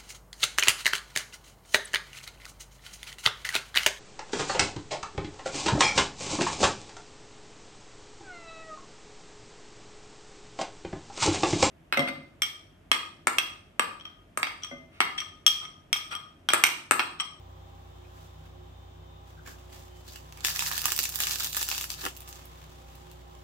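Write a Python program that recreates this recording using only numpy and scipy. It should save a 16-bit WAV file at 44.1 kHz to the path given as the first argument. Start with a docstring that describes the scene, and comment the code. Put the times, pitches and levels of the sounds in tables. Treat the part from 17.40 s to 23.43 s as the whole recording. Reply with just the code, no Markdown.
"""An appliance hums and rushes in a small kitchen while fingers rub the floury crust of a cut loaf in the hands.
The loaf is bent until its crust breaks: surges of tiny fractures (shaped noise) and sharp cracks (noise bursts
with a ringing piece), a hollow knock (damped modes) as the thumb lets go, then ticks as the crust settles.
The hum is a sum of wavering tones, the rush coloured noise, the rubbing trains of bursts in skin and crust bands."""
import sys
import numpy as np
from scipy import signal
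from scipy.fft import rfft, irfft, next_fast_len
from scipy.io import wavfile
from scipy.ndimage import map_coordinates

SR = 44100
rng = np.random.default_rng(int(sys.argv[2]) if len(sys.argv) > 2 else 0)


def unload_audio(sound):
    """Save the sound as a 16-bit wav file, at the path given as the first command line argument."""
    columns = np.transpose(np.atleast_2d(sound))
    # keep every value between -1 and 1, then stretch to whole-number steps
    steps = np.round(np.clip(columns, -1, 1) * 32767)
    wavfile.write(sys.argv[1], SR, steps.astype(np.int16))


N = 266083


def amp(db):
    """Logarithmic level: decibels to an amplitude gain."""
    return 10 ** (np.asarray(db) / 20)


def unit(x):
    """Power normalisation: x scaled to rms 1."""
    return x / np.sqrt(np.mean(x ** 2) + 1e-20)


def along(points, hz):
    """Logarithmic frequency scale: (f/Hz, value) points interpolated along it."""
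    f, value = np.transpose(points)
    return np.interp(np.log(hz + 1), np.log(f + 1), value)


def wobble(rate):
    """Band-limited random fluctuation: a smooth curve through `rate` random knots a second."""
    position = np.arange(N) * rate / SR
    fine = np.arange(0, position[-1] + 1, .125)
    knots = rng.standard_normal(int(position[-1]) + 4)
    return np.interp(position, fine, map_coordinates(knots, [fine]))


def sides(balance_db):
    """Level-difference stereo: left and right gains of mean power 1."""
    return unit(amp([[balance_db / 2], [-balance_db / 2]]))


def filtered(x, response):
    """Linear filtering: the spectrum of x times a response of frequency."""
    n = x.shape[-1]
    padded = next_fast_len(n + n // 8)
    spectrum = rfft(x, padded) * response(np.fft.rfftfreq(padded, 1 / SR))
    return irfft(spectrum, padded)[..., :n]


def coloured(x, spectrum):
    """Spectral shaping: x filtered by (f/Hz, dB) points and brought to rms 1."""
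    return unit(filtered(x, lambda hz: amp(along(spectrum, hz))))


def add(track, s, sound):
    """Superposition: a sound is mixed into the track from time s."""
    part = track[:, max(round(s * SR), 0):][:, :sound.shape[-1]]
    part += sound[..., :part.shape[-1]]


def held(s, length, attack, release, fade_db=0):
    """Exponential growth and decay: reaches 1 at time s, fades by fade_db while held, then dies away."""
    t = np.arange(N) / SR - s
    edges = np.exp(np.minimum(t, 0) / attack - np.maximum(t - length, 0) / release)
    return edges * amp(-fade_db * np.clip(t / length, 0, 1))


def decaying_power(power, life):
    """Exponential relaxation: the amplitude of kicks of power that each die away over `life` seconds."""
    return np.sqrt(signal.lfilter([1], [1, -np.exp(-2 / (life * SR))], power))


def fractures(rate, spread_db, life):
    """Shot noise: a stereo train of `rate` tiny bursts a second at random times, many small, a few large."""
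    size = amp(spread_db * np.minimum(rng.exponential(size=N), np.pi))
    size = size * (rng.random(N) < rate / SR)
    return unit(decaying_power(size ** 2, life) * rng.standard_normal((2, N)))


# air noise of appliance and room: f/Hz, relative level/dB per Hz
AIR = [(20, -14), (55, 9.5), (150, 5.5), (230, -1), (400, 0), (650, 1.8), (1100, -0.9), (1450, -8),
       (2400, -12), (3550, -9), (4400, -17.5), (7600, -19.5), (9000, -31), (15500, -21.5)]
# likeness of left and right, from 0 (unrelated) to 1 (identical): f/Hz, likeness
ALIKE = [(40, 0.38), (130, 1), (260, 0.26), (600, 0), (2000, 0)]


def air(level_db=-56.0):
    """Partial coherence of diffuse noise: a steady rush, alike in both channels only in part of the bass."""
    def turn(hz):
        return np.arccos(np.clip(along(ALIKE, hz), -1, 1)) / 2

    def mid_side_gains(hz):
        return np.array([np.cos(turn(hz)), np.sin(turn(hz))])

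    mid, side = filtered(rng.standard_normal((2, N)), mid_side_gains)
    return amp(level_db + 0.24 * wobble(4.37)) * coloured(np.array([mid + side, mid - side]), AIR)


def drone(level_db=-61, centre_hz=156, width_hz=11):
    """Narrow-band noise: a resonance of the running appliance swells and dips irregularly."""
    band = filtered(rng.standard_normal(N), lambda hz: 1 / (1 + (2 * (hz - centre_hz) / width_hz) ** 4))
    return amp(level_db) * sides(0.93) * unit(band)


# the appliance's steady tones in the room's standing waves:
# f/Hz, rms level/dB, left-right difference/dB, left's phase lead/rad
HUM = [(60.1, -52.5, 0, -.2), (120.2, -65, 1, 0), (240.5, -75, 2, .2), (270.7, -70, 8, -.6),
       (360.8, -61.5, -15, -2.3), (480.9, -73, -6, 3), (541.2, -75, 0, -.4), (781.8, -70, -2, -1.9),
       (800, -68.5, -10, -1.7), (1022, -70, 2, -2.6), (1082, -74, -4, 2.8), (1203, -68.5, 2, 3),
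       (1623, -79, -1, -2.3), (3067, -81, -5, -.5), (3246, -84, 0, 0), (3548, -78, 3, 2.7),
       (3607, -78, 8, -2), (3790, -86, 0, 0)]


def hum(waver_db=4.0, drift=0.11, steady_hz=130):
    """Harmonic excitation: a compressor's bass tones keep in step with its strokes, higher ones waver."""
    t, out = np.arange(N) / SR, np.zeros((2, N))
    for hz, db, balance_db, lead in HUM:
        loose = np.clip((hz - steady_hz) / 400, 0, 1)
        start = (hz > steady_hz) * rng.random()  # cycles
        phase = 2 * np.pi * (hz * t + start) + drift * np.sqrt(hz / 60) * wobble(4.52)
        tone = -np.sqrt(2) * np.cos([phase + lead / 2, phase - lead / 2])
        out += amp(db + waver_db * loose * wobble(9)) * sides(balance_db) * tone
    return out


def shaking(level_db=-51.5, ebb_db_per_s=1.8):
    """Beating: an ebbing tone midway between the hum's first two harmonics makes the hum throb."""
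    t = np.arange(N) / SR
    cycles = 3 / 2 * HUM[0][0] * t
    sway_db = .7 * wobble(2.5)
    return amp(level_db - ebb_db_per_s * t + sway_db) * -np.sqrt(2) * np.cos(2 * np.pi * cycles)


# faint rustle of the loaf lying in the hands: t/s, nominal level/dB
HOLDING = [(0, -79), (.8, -66.5), (1.65, -87), (2.15, -62), (4.7, -60), (5.0, -55.5), (5.3, -60),
           (6.03, -65)]
# strokes of the fingers over the crust: t/s, length/s, nominal rasp level/dB, skin re rasp/dB
RUBS = [(0.737, 0.12, -61.5, -3), (1.046, 0.023, -68.5, 7), (1.871, 0.024, -61, 0),
        (2.065, 0.042, -48, -4.5), (2.332, 0.012, -49, -2.5), (2.393, 0.028, -51.5, -8),
        (2.573, 0.023, -57, -22), (2.675, 0.095, -48.5, -9.5), (2.961, 0.17, -53, 0.5),
        (4.486, 0.28, -55, -5), (4.75, 0.008, -64, -20), (4.81, .015, -59, -17), (4.87, 0.086, -50, -14),
        (5.687, 0.025, -69, 3)]
RUB_ATTACK_S, RUB_RELEASE_S = 0.013, 0.038
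# spectrum of rough crust: f/Hz, relative level/dB
RASP = [(300, 5), (1500, -15), (2600, -8.5), (4500, -0.5), (7500, 3), (9000, -7.5), (12000, -3.5),
        (15500, -2)]
# spectrum of dragging skin: f/Hz, relative level/dB
SKIN = [(150, 1), (400, 4), (1100, 5), (1650, 2), (2200, 2), (3500, 2), (8000, -10.5)]


def fingers(rasp_db=-5.0, skin_db=-2, holding_skin_db=1, catch_db=-8, grip_db=-54):
    """Dry friction: skin drags over flour and rough crust in strokes and a faint rustle, catching on crumbs."""
    holding = amp(np.interp(np.arange(N) / SR, *np.transpose(HOLDING)) + 0.89 * wobble(7.3))
    rasp, skin = holding, amp(holding_skin_db) * holding
    for s, length, db, soft_db in RUBS:
        stroke = amp(db) * held(s, length, RUB_ATTACK_S, RUB_RELEASE_S)
        rasp, skin = np.hypot(rasp, stroke), np.hypot(skin, amp(soft_db) * stroke)
    grit = fractures(rate=2500, spread_db=3.5, life=.0006)
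    catches = fractures(rate=140, spread_db=3, life=.0007)
    drag = fractures(rate=3200, spread_db=0.0, life=0.0016)
    grip = rasp / (rasp + amp(grip_db))  # a light touch glides with little catching
    rough = amp(rasp_db) * coloured(grit, RASP) + amp(catch_db) * grip * coloured(catches, RASP)
    soft = amp(skin_db) * skin * coloured(drag, SKIN)
    judder = unit(amp(2.6 * wobble(170)))
    return sides(-0.79) * judder * (rasp * rough + soft)


# skin slipping on the crust, each slip with its own pitch: t/s, level/dB, f/Hz, half length/s
SLIPS = [(0.653, -63, 2450, 0.011), (1.059, -64.5, 1590, 0.012), (1.993, -59, 1460, 0.016),
         (2.084, -47.5, 1670, 0.015), (2.07, -57, 2300, 0.013), (2.135, -58, 1600, .018),
         (2.697, -53.5, 4600, 0.014), (2.695, -57.5, 3700, 0.016), (2.764, -52.5, 2850, 0.011),
         (2.985, -56.5, 2450, .008), (3.042, -50, 1650, .005), (4.599, -48, 4170, 0.018),
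         (4.66, -50, 3250, 0.025)]


def slips(width=0.21):
    """Stick-slip: a fingertip briefly sounds one resonance of the crust, of the given relative width."""
    out, t = np.zeros((2, N)), np.arange(-SR // 16, SR // 16) / SR
    for s, db, centre, half in SLIPS:
        noise = rng.standard_normal((2, len(t)))
        ring = filtered(noise, lambda hz: 1 / (1 + ((hz / centre - 1) * 2 / width) ** 2))
        judder = amp(4 * wobble(220)[:len(t)])
        add(out, s + t[0], amp(db) * np.exp(-(t / half) ** 2 / 2) * unit(judder * ring))
    return out


# soft knocks of the hands on the loaf: t/s, nominal level/dB
KNOCKS = [(2.075, -49), (3.044, -53), (3.457, -52), (3.591, -44.5), (4.635, -42.5), (4.651, -42),
          (4.663, -39.5)]
# the loaf's hollow ring: f/Hz, relative level/dB, t60/s
LOAF = [(294, 3.5, 0.094), (377, 3.5, 0.074), (497, 2.5, 0.046), (850, -2, 0.072), (1100, 8, 0.039),
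        (1350, 7, 0.031), (1520, 1, 0.04), (1730, -2, 0.06)]
# the dull push of the soft crumb: f/Hz, relative level/dB per Hz
CRUMB = [(120, -24), (280, -4), (450, -5), (800, 15), (1300, -14), (2500, -41)]


def knocks(attack=0.00058, crumb_t60=0.046, ring_db=-3):
    """Damped modes: the crumb gives a dull thud and the loaf's hollow shell rings briefly."""
    out, t = np.zeros((2, N)), np.arange(SR // 4) / SR
    for s, level_db in KNOCKS:
        ring = np.zeros((2, len(t)))
        for hz, db, t60 in LOAF:
            ring += amp(db - 60 * t / t60) * np.sin(2 * np.pi * (hz * t + rng.random((2, 1))))
        thud = amp(-60 * t / crumb_t60) * coloured(rng.standard_normal((2, len(t))), CRUMB)
        add(out, s, amp(level_db) * (1 - np.exp(-t / attack)) * (amp(ring_db) * ring + thud))
    return out


# stretches in which the crust gives way, long under the thumb's two steady pushes, short in surges:
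# t/s, rise/s, length/s, nominal level/dB, fade over the length/dB, flexing re level/dB
SURGES = [(3.054, .002, 1.014, -42, 1, -7.5), (3.047, 0.0055, 0.08, -30, 5.5, -6.5),
          (3.149, .002, 0.024, -35.5, 0, -5), (3.188, 0.0046, 0.097, -33, -1.5, -6),
          (3.312, 0.0089, 0.082, -34, 5.5, -2), (3.444, 0.013, 0.087, -33.5, 2, -5.5),
          (3.585, .012, 0.06, -37, -2, -19), (3.725, .01, 0.081, -44.5, 3, -5.5),
          (3.802, .002, 0.052, -31.5, 1.5, -6), (3.875, .003, .075, -33.5, 1.5, -5.5),
          (3.993, 0.0094, 0.081, -36, -2, -7), (4.08, .002, 0.061, -43, 0, -16),
          (4.124, .004, 0.33, -41.5, 1, -10.5), (4.166, .002, 0.065, -34, -3.5, -10.5),
          (4.278, .006, 0.16, -37, 2.5, -8.5), (4.499, .009, 0.047, -41, 0.5, -11),
          (4.594, 0.018, 0.04, -42, 1, -1), (4.642, .01, 0.034, -40, 11, 4)]
SURGE_RELEASE_S = 0.0073


def bending():
    """Incoherent power addition: levels of fine crackle and flexing shell, summed over the surges."""
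    fine, flex = 0, 0
    for s, rise, length, db, fade_db, flex_db in SURGES:
        surge = amp(db) * held(s, length, rise, SURGE_RELEASE_S, fade_db)
        fine = fine + surge ** 2
        flex = flex + (amp(flex_db) * surge) ** 2
    return np.sqrt(fine), np.sqrt(flex)


def chips(centre_hz=5400, octaves=0.63, ring_cycles=13, count=2000, size=400):
    """Impulse response of small flakes: each a sharp tick and brief ring of its own pitch, strength and side."""
    out, t = np.zeros((2, N)), np.arange(size) / SR
    when, strength, pitch, side = rng.random((4, count))
    flake_hz = centre_hz * 2 ** (octaves * (2 * pitch - 1))
    cycles = flake_hz[:, None, None] * t
    ring = np.sin(2 * np.pi * (cycles + rng.random((count, 2, 1)))) * amp(-60 * cycles / ring_cycles)
    tick = rng.standard_normal((count, 2, size)) * np.exp(-t / .00035)
    gain = amp(13 * strength[:, None] ** 2 + np.outer(side - .5, [8, -8]))
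    for s, pop in zip(when * N / SR, gain[..., None] * (ring + tick)):
        add(out, s, pop)
    return unit(out)


# the clearest cracks of the crust: t/s, nominal level/dB, low band re middle/dB, high band re middle/dB,
# left-right difference/dB, pitch of the piece f/Hz
CRACKS = [(2.759, -38, -4.5, -5, -14, 2790), (2.9243, -40.5, 1, -7, -5, 895), (2.974, -42, -4, 1, -8, 1010),
          (3.0068, -38.5, -16, -17, -9, 4370), (3.048, -16, -4.5, -9, 1, 3550),
          (3.056, -23, 1, -5, 1, 3770), (3.0715, -26, -19, -9, 3, 3000), (3.084, -24.5, 2, -16, 1, 2020),
          (3.103, -30, -10, -9, -2, 2820), (3.152, -32, -11, 1, -9, 3100), (3.161, -23, -19, -4, -6, 1970),
          (3.193, -19, -10.5, -10, -7, 3170), (3.2077, -28, -19, -7, -9, 6200),
          (3.21, -29, -10, -8, -8, 3160), (3.2233, -23.5, 3, -16, -5, 980),
          (3.2633, -25, -10, -12, -1, 2080), (3.2723, -29, -7, -10, -8, 4100),
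          (3.315, -25, 19, -4, -16, 1050), (3.3326, -32, -7, 10, -6, 4600),
          (3.3791, -21, -15, 4.5, -4.5, 1740), (3.4118, -30, -10, 8, -7, 6800),
          (3.4178, -24.5, -13, 8, -1, 4770), (3.4422, -27, -6, -8, 0, 2850),
          (3.456, -13, -4, 3.5, -5.5, 1174), (3.4824, -25, 13, -4, 4, 1680),
          (3.5047, -32, -10, -4, -1, 7100), (3.52, -17.5, -5.5, 2, -2, 3230),
          (3.5634, -22, -17, 8, -1, 4570), (3.5782, -24, -11, 6, -7, 7500),
          (3.5903, -15, -8, -0.5, -6, 5040), (3.631, -23, -22, 4, -9, 4360),
          (3.6383, -22, -25, 3, -2, 4900), (3.6523, -26.5, -7, -6, 2, 4500),
          (3.6555, -23, -11, -5, -2, 2450), (3.692, -25.5, -7, 10, -4, 2420),
          (3.7226, -35, -7, 3, -3, 7200), (3.7474, -30, -15, 11, -4, 1930), (3.7577, -20, -38, 4, -8, 5000),
          (3.789, -27, -5, 5, 3, 1700), (3.8037, -17.5, 4, 1, 0, 1580), (3.823, -26, -23, 3, 4, 4200),
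          (3.8358, -21.5, -7, -12, -5, 2930), (3.87, -20, -4, -7, 2, 1550), (3.8958, -28, -2, -7, 5, 2880),
          (3.91, -21.5, -16, -4, -3, 4700), (3.919, -28, -11, 0, -11, 6200), (3.9233, -31, -15, 1, 6, 6800),
          (3.9581, -24.5, -4, -6, -3.5, 1510), (3.986, -30, -11, -2, -7, 6500),
          (3.9993, -25.5, -19, -1, -12, 5000), (4.004, -26.5, -20, -7, 7, 7460),
          (4.007, -25, -9, -7, -3, 1420), (4.0338, -25.5, -13, 5, -1, 5200), (4.0456, -22, -4, 0, 2, 2930),
          (4.0708, -32, -16, 6, 0, 5200), (4.096, -33, -16, 18, -2, 4440), (4.1037, -38, -14, 11, -4, 6600),
          (4.13, -28.5, -20, -4, -8, 3840), (4.1476, -25, -7, -4, -8, 3740),
          (4.1587, -28, -7, 6, -11, 3550), (4.168, -18, 0, 9, 0, 2930), (4.1724, -24.5, 2, -2, 0, 1550),
          (4.2154, -26.5, 5, 7, 0, 4300), (4.2284, -21.5, -12, -2, -2, 3780),
          (4.2885, -21.5, -7, 1, -1.5, 1400), (4.315, -21.5, 4, -25, -5, 2630),
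          (4.326, -27.5, 2, -13, -1, 2200), (4.3482, -29, -5, -14, -6, 1500),
          (4.357, -32, -16, -7, 6, 2870), (4.38, -24, 0, -3, 2, 2950), (4.4114, -25, -16, 0, 0, 2720),
          (4.4417, -26.5, 1, 2, -1.5, 2870), (4.4735, -44, -12, 8, -2, 6500),
          (4.4929, -40, -11, 1, -2, 2820), (4.503, -24.5, -26, -4, 3.5, 6640),
          (4.517, -30.5, -13, -2, -8, 6500), (4.5401, -34.5, -15, -12, 7, 5300),
          (4.6154, -33, -17, -8, 2, 3780), (4.6527, -23.5, 4, -2, 4, 1370),
          (4.664, -22.5, 30, -9, -1, 1400), (4.6854, -33, -16, -6, -3, 3100),
          (4.766, -39, -25, -1, -15, 4400), (4.772, -37.5, -16, 11, 2, 5000),
          (4.8056, -37, -12, 16, -2, 1220), (4.8198, -44, -7, 3, 1, 3700),
          (4.8766, -42.5, -7, -16, -2, 3600), (4.8822, -41.5, 0, -4, -6, 3420),
          (4.89, -36.5, -8, 17, -2, 1050), (4.9276, -38, -13, -7, -2, 4440),
          (4.957, -44, -12, -6, -1, 3500), (5.055, -43, 4, 29, -8, 4000), (5.554, -48, -14, 9, -3, 4000),
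          (5.715, -44.5, -15, 0, 1, 4060), (5.951, -52, -10, -22, -5, 3000)]


def showers(life=0.0031, shower_db=-17):
    """Aftershock decay: level of the small fractures that follow every crack."""
    kicks = np.zeros((1, N))
    for s, db, *_ in CRACKS:
        add(kicks, s, amp([db + shower_db]) ** 2)
    return decaying_power(kicks[0], life)


# low range of the crust, the flexing shell: f/Hz, relative level/dB per Hz
FLEX = [(100, -43), (280, -8.5), (550, -16), (800, -4), (1200, -2.5), (1750, 0), (2100, -8.5), (2600, -4.5),
        (3400, -14.5)]
# middle range, the snapping crust: f/Hz, relative level/dB per Hz
SNAP = [(1400, -64), (2100, -9), (2600, -3), (4000, -1.5), (7500, 0), (8400, -8), (10000, -24)]
# high range, the finest fractures: f/Hz, relative level/dB per Hz
FIZZ = [(6500, -19), (8300, -6.5), (9800, -1.5), (12000, 0), (15000, 6), (16000, -11)]


def crackle(snap_db=-4.0, fizz_db=-6.0, flex_db=-3.6, shower_flex_db=-10):
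    """Crackling noise: bent crust crumbles in clumps of tiny fractures, and longer bursts flex the shell."""
    fine, flex = bending()
    shower = showers()
    clumps = amp(1.3 * wobble(90))
    grains = clumps * fractures(rate=2000, spread_db=3.8, life=.0006)
    pops = 1.5 * chips()
    dust = clumps * fractures(rate=1300, spread_db=4.5, life=.0004)
    flakes = fractures(rate=1000, spread_db=4.3, life=.0014)
    brittle = amp(1.1 * wobble(25))  # dry patches splinter more brightly
    snap = amp(snap_db) * coloured(grains + pops, SNAP)
    fizz = amp(fizz_db) * brittle * coloured(grains + dust, FIZZ)
    flexing = np.hypot(flex, amp(shower_flex_db) * shower)
    dull = amp(flex_db) * flexing * coloured(flakes, FLEX)
    return sides(-0.98) * np.hypot(fine, shower) * (snap + fizz) + dull


def cracks(scatter_fall=0.0084, level_db=0.2, ring_db=-7.0, ring_cycles=24,
           overtone=2.15, overtone_db=-7, ring_cut_hz=750):
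    """Brittle fracture: a crack gathers speed, runs about 1 ms, rings its piece, scatters off hands and board."""
    out = np.zeros((2, N))
    t = np.arange(-SR // 200, SR // 30) / SR
    swell = np.exp(np.minimum(t, 0) / .00025)
    after = np.maximum(t, 0)
    snap = np.exp(-np.maximum(after - .0006, 0) / .0008)
    scatter = amp(-13) * np.exp(-after / scatter_fall)
    shape = swell * np.hypot(snap, scatter)
    duty = np.sqrt(.0015 * SR / len(t))  # refers the level to 1.5 ms of sound
    for s, db, low_db, high_db, balance_db, hz in CRACKS:
        burst = shape * rng.standard_normal((2, len(t)))
        weights = amp([low_db, 0, high_db])
        sound = sum(w * coloured(burst, band) for w, band in zip(weights, (FLEX, SNAP, FIZZ)))
        # the piece rings for a number of cycles, so low-pitched ones last longer
        cycles = hz * after * np.array([[1], [overtone]])
        phase = 2 * np.pi * (cycles + rng.random((2, 2, 1)) / 2)
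        modes = np.sin(phase) * swell * amp(-60 * cycles / ring_cycles)
        # the ring is thin, with little sound below about 750 Hz
        ring = filtered(amp([0, overtone_db]) @ modes, lambda f: f ** 4 / (f ** 4 + ring_cut_hz ** 4))
        sound += amp(ring_db) * np.hypot(*weights[:2]) * unit(ring)
        add(out, s + t[0], amp(db + level_db) * duty * sides(balance_db) * unit(sound))
    return out


# fixed resonances of the crust shell: f/Hz, width/Hz, level over the direct sound/dB
SHELL = [(1240, 90, -6), (1733, 60, -3), (1983, 30, -7), (2620, 90, -5), (2869, 40, -7), (3468, 50, -6),
         (4661, 60, -6), (5458, 70, -8), (6262, 80, -9), (7550, 110, -9)]


def shell(x):
    """Forced resonance: the sounds of breaking and rubbing also ring the whole crust."""
    def response(f):
        return 1 + sum(amp(db) * 1j * f * w / (c * c - f * f + 1j * f * w) for c, w, db in SHELL)

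    return filtered(x, response)


# reverberation of the kitchen: f/Hz, t60/s
ROOM = [(200, 0.18), (1500, 0.11), (6000, 0.23), (15000, 0.15)]


def room(x):
    """Reverberation: convolution with a short decaying noise tail whose decay time varies with frequency."""
    hz, t, z = signal.stft(rng.standard_normal((2, SR // 2)), SR, nperseg=256)
    decay = amp(-60 * t / along(ROOM, hz)[:, None])
    tail = signal.istft(z * decay, SR, nperseg=256)[1]
    tail = np.pad(tail / np.linalg.norm(tail[0]), ((0, 0), (SR // 300, 0)))  # arrives after 1/300 s
    return signal.fftconvolve(x, tail, axes=1)[:, :N]


def scene():
    """Direct and reverberant sound: the loaf close by, in the humming kitchen."""
    bread = shell(cracks() + crackle() + fingers()) + slips() + knocks()
    return bread + amp(-5.5) * room(bread) + hum() + shaking() + drone() + air()


TOP_HZ = 15850


def record(dry):
    """Band limitation: nothing above TOP_HZ is kept."""
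    return filtered(dry, lambda hz: hz < TOP_HZ)


dry = scene()
out = record(dry)
unload_audio(out)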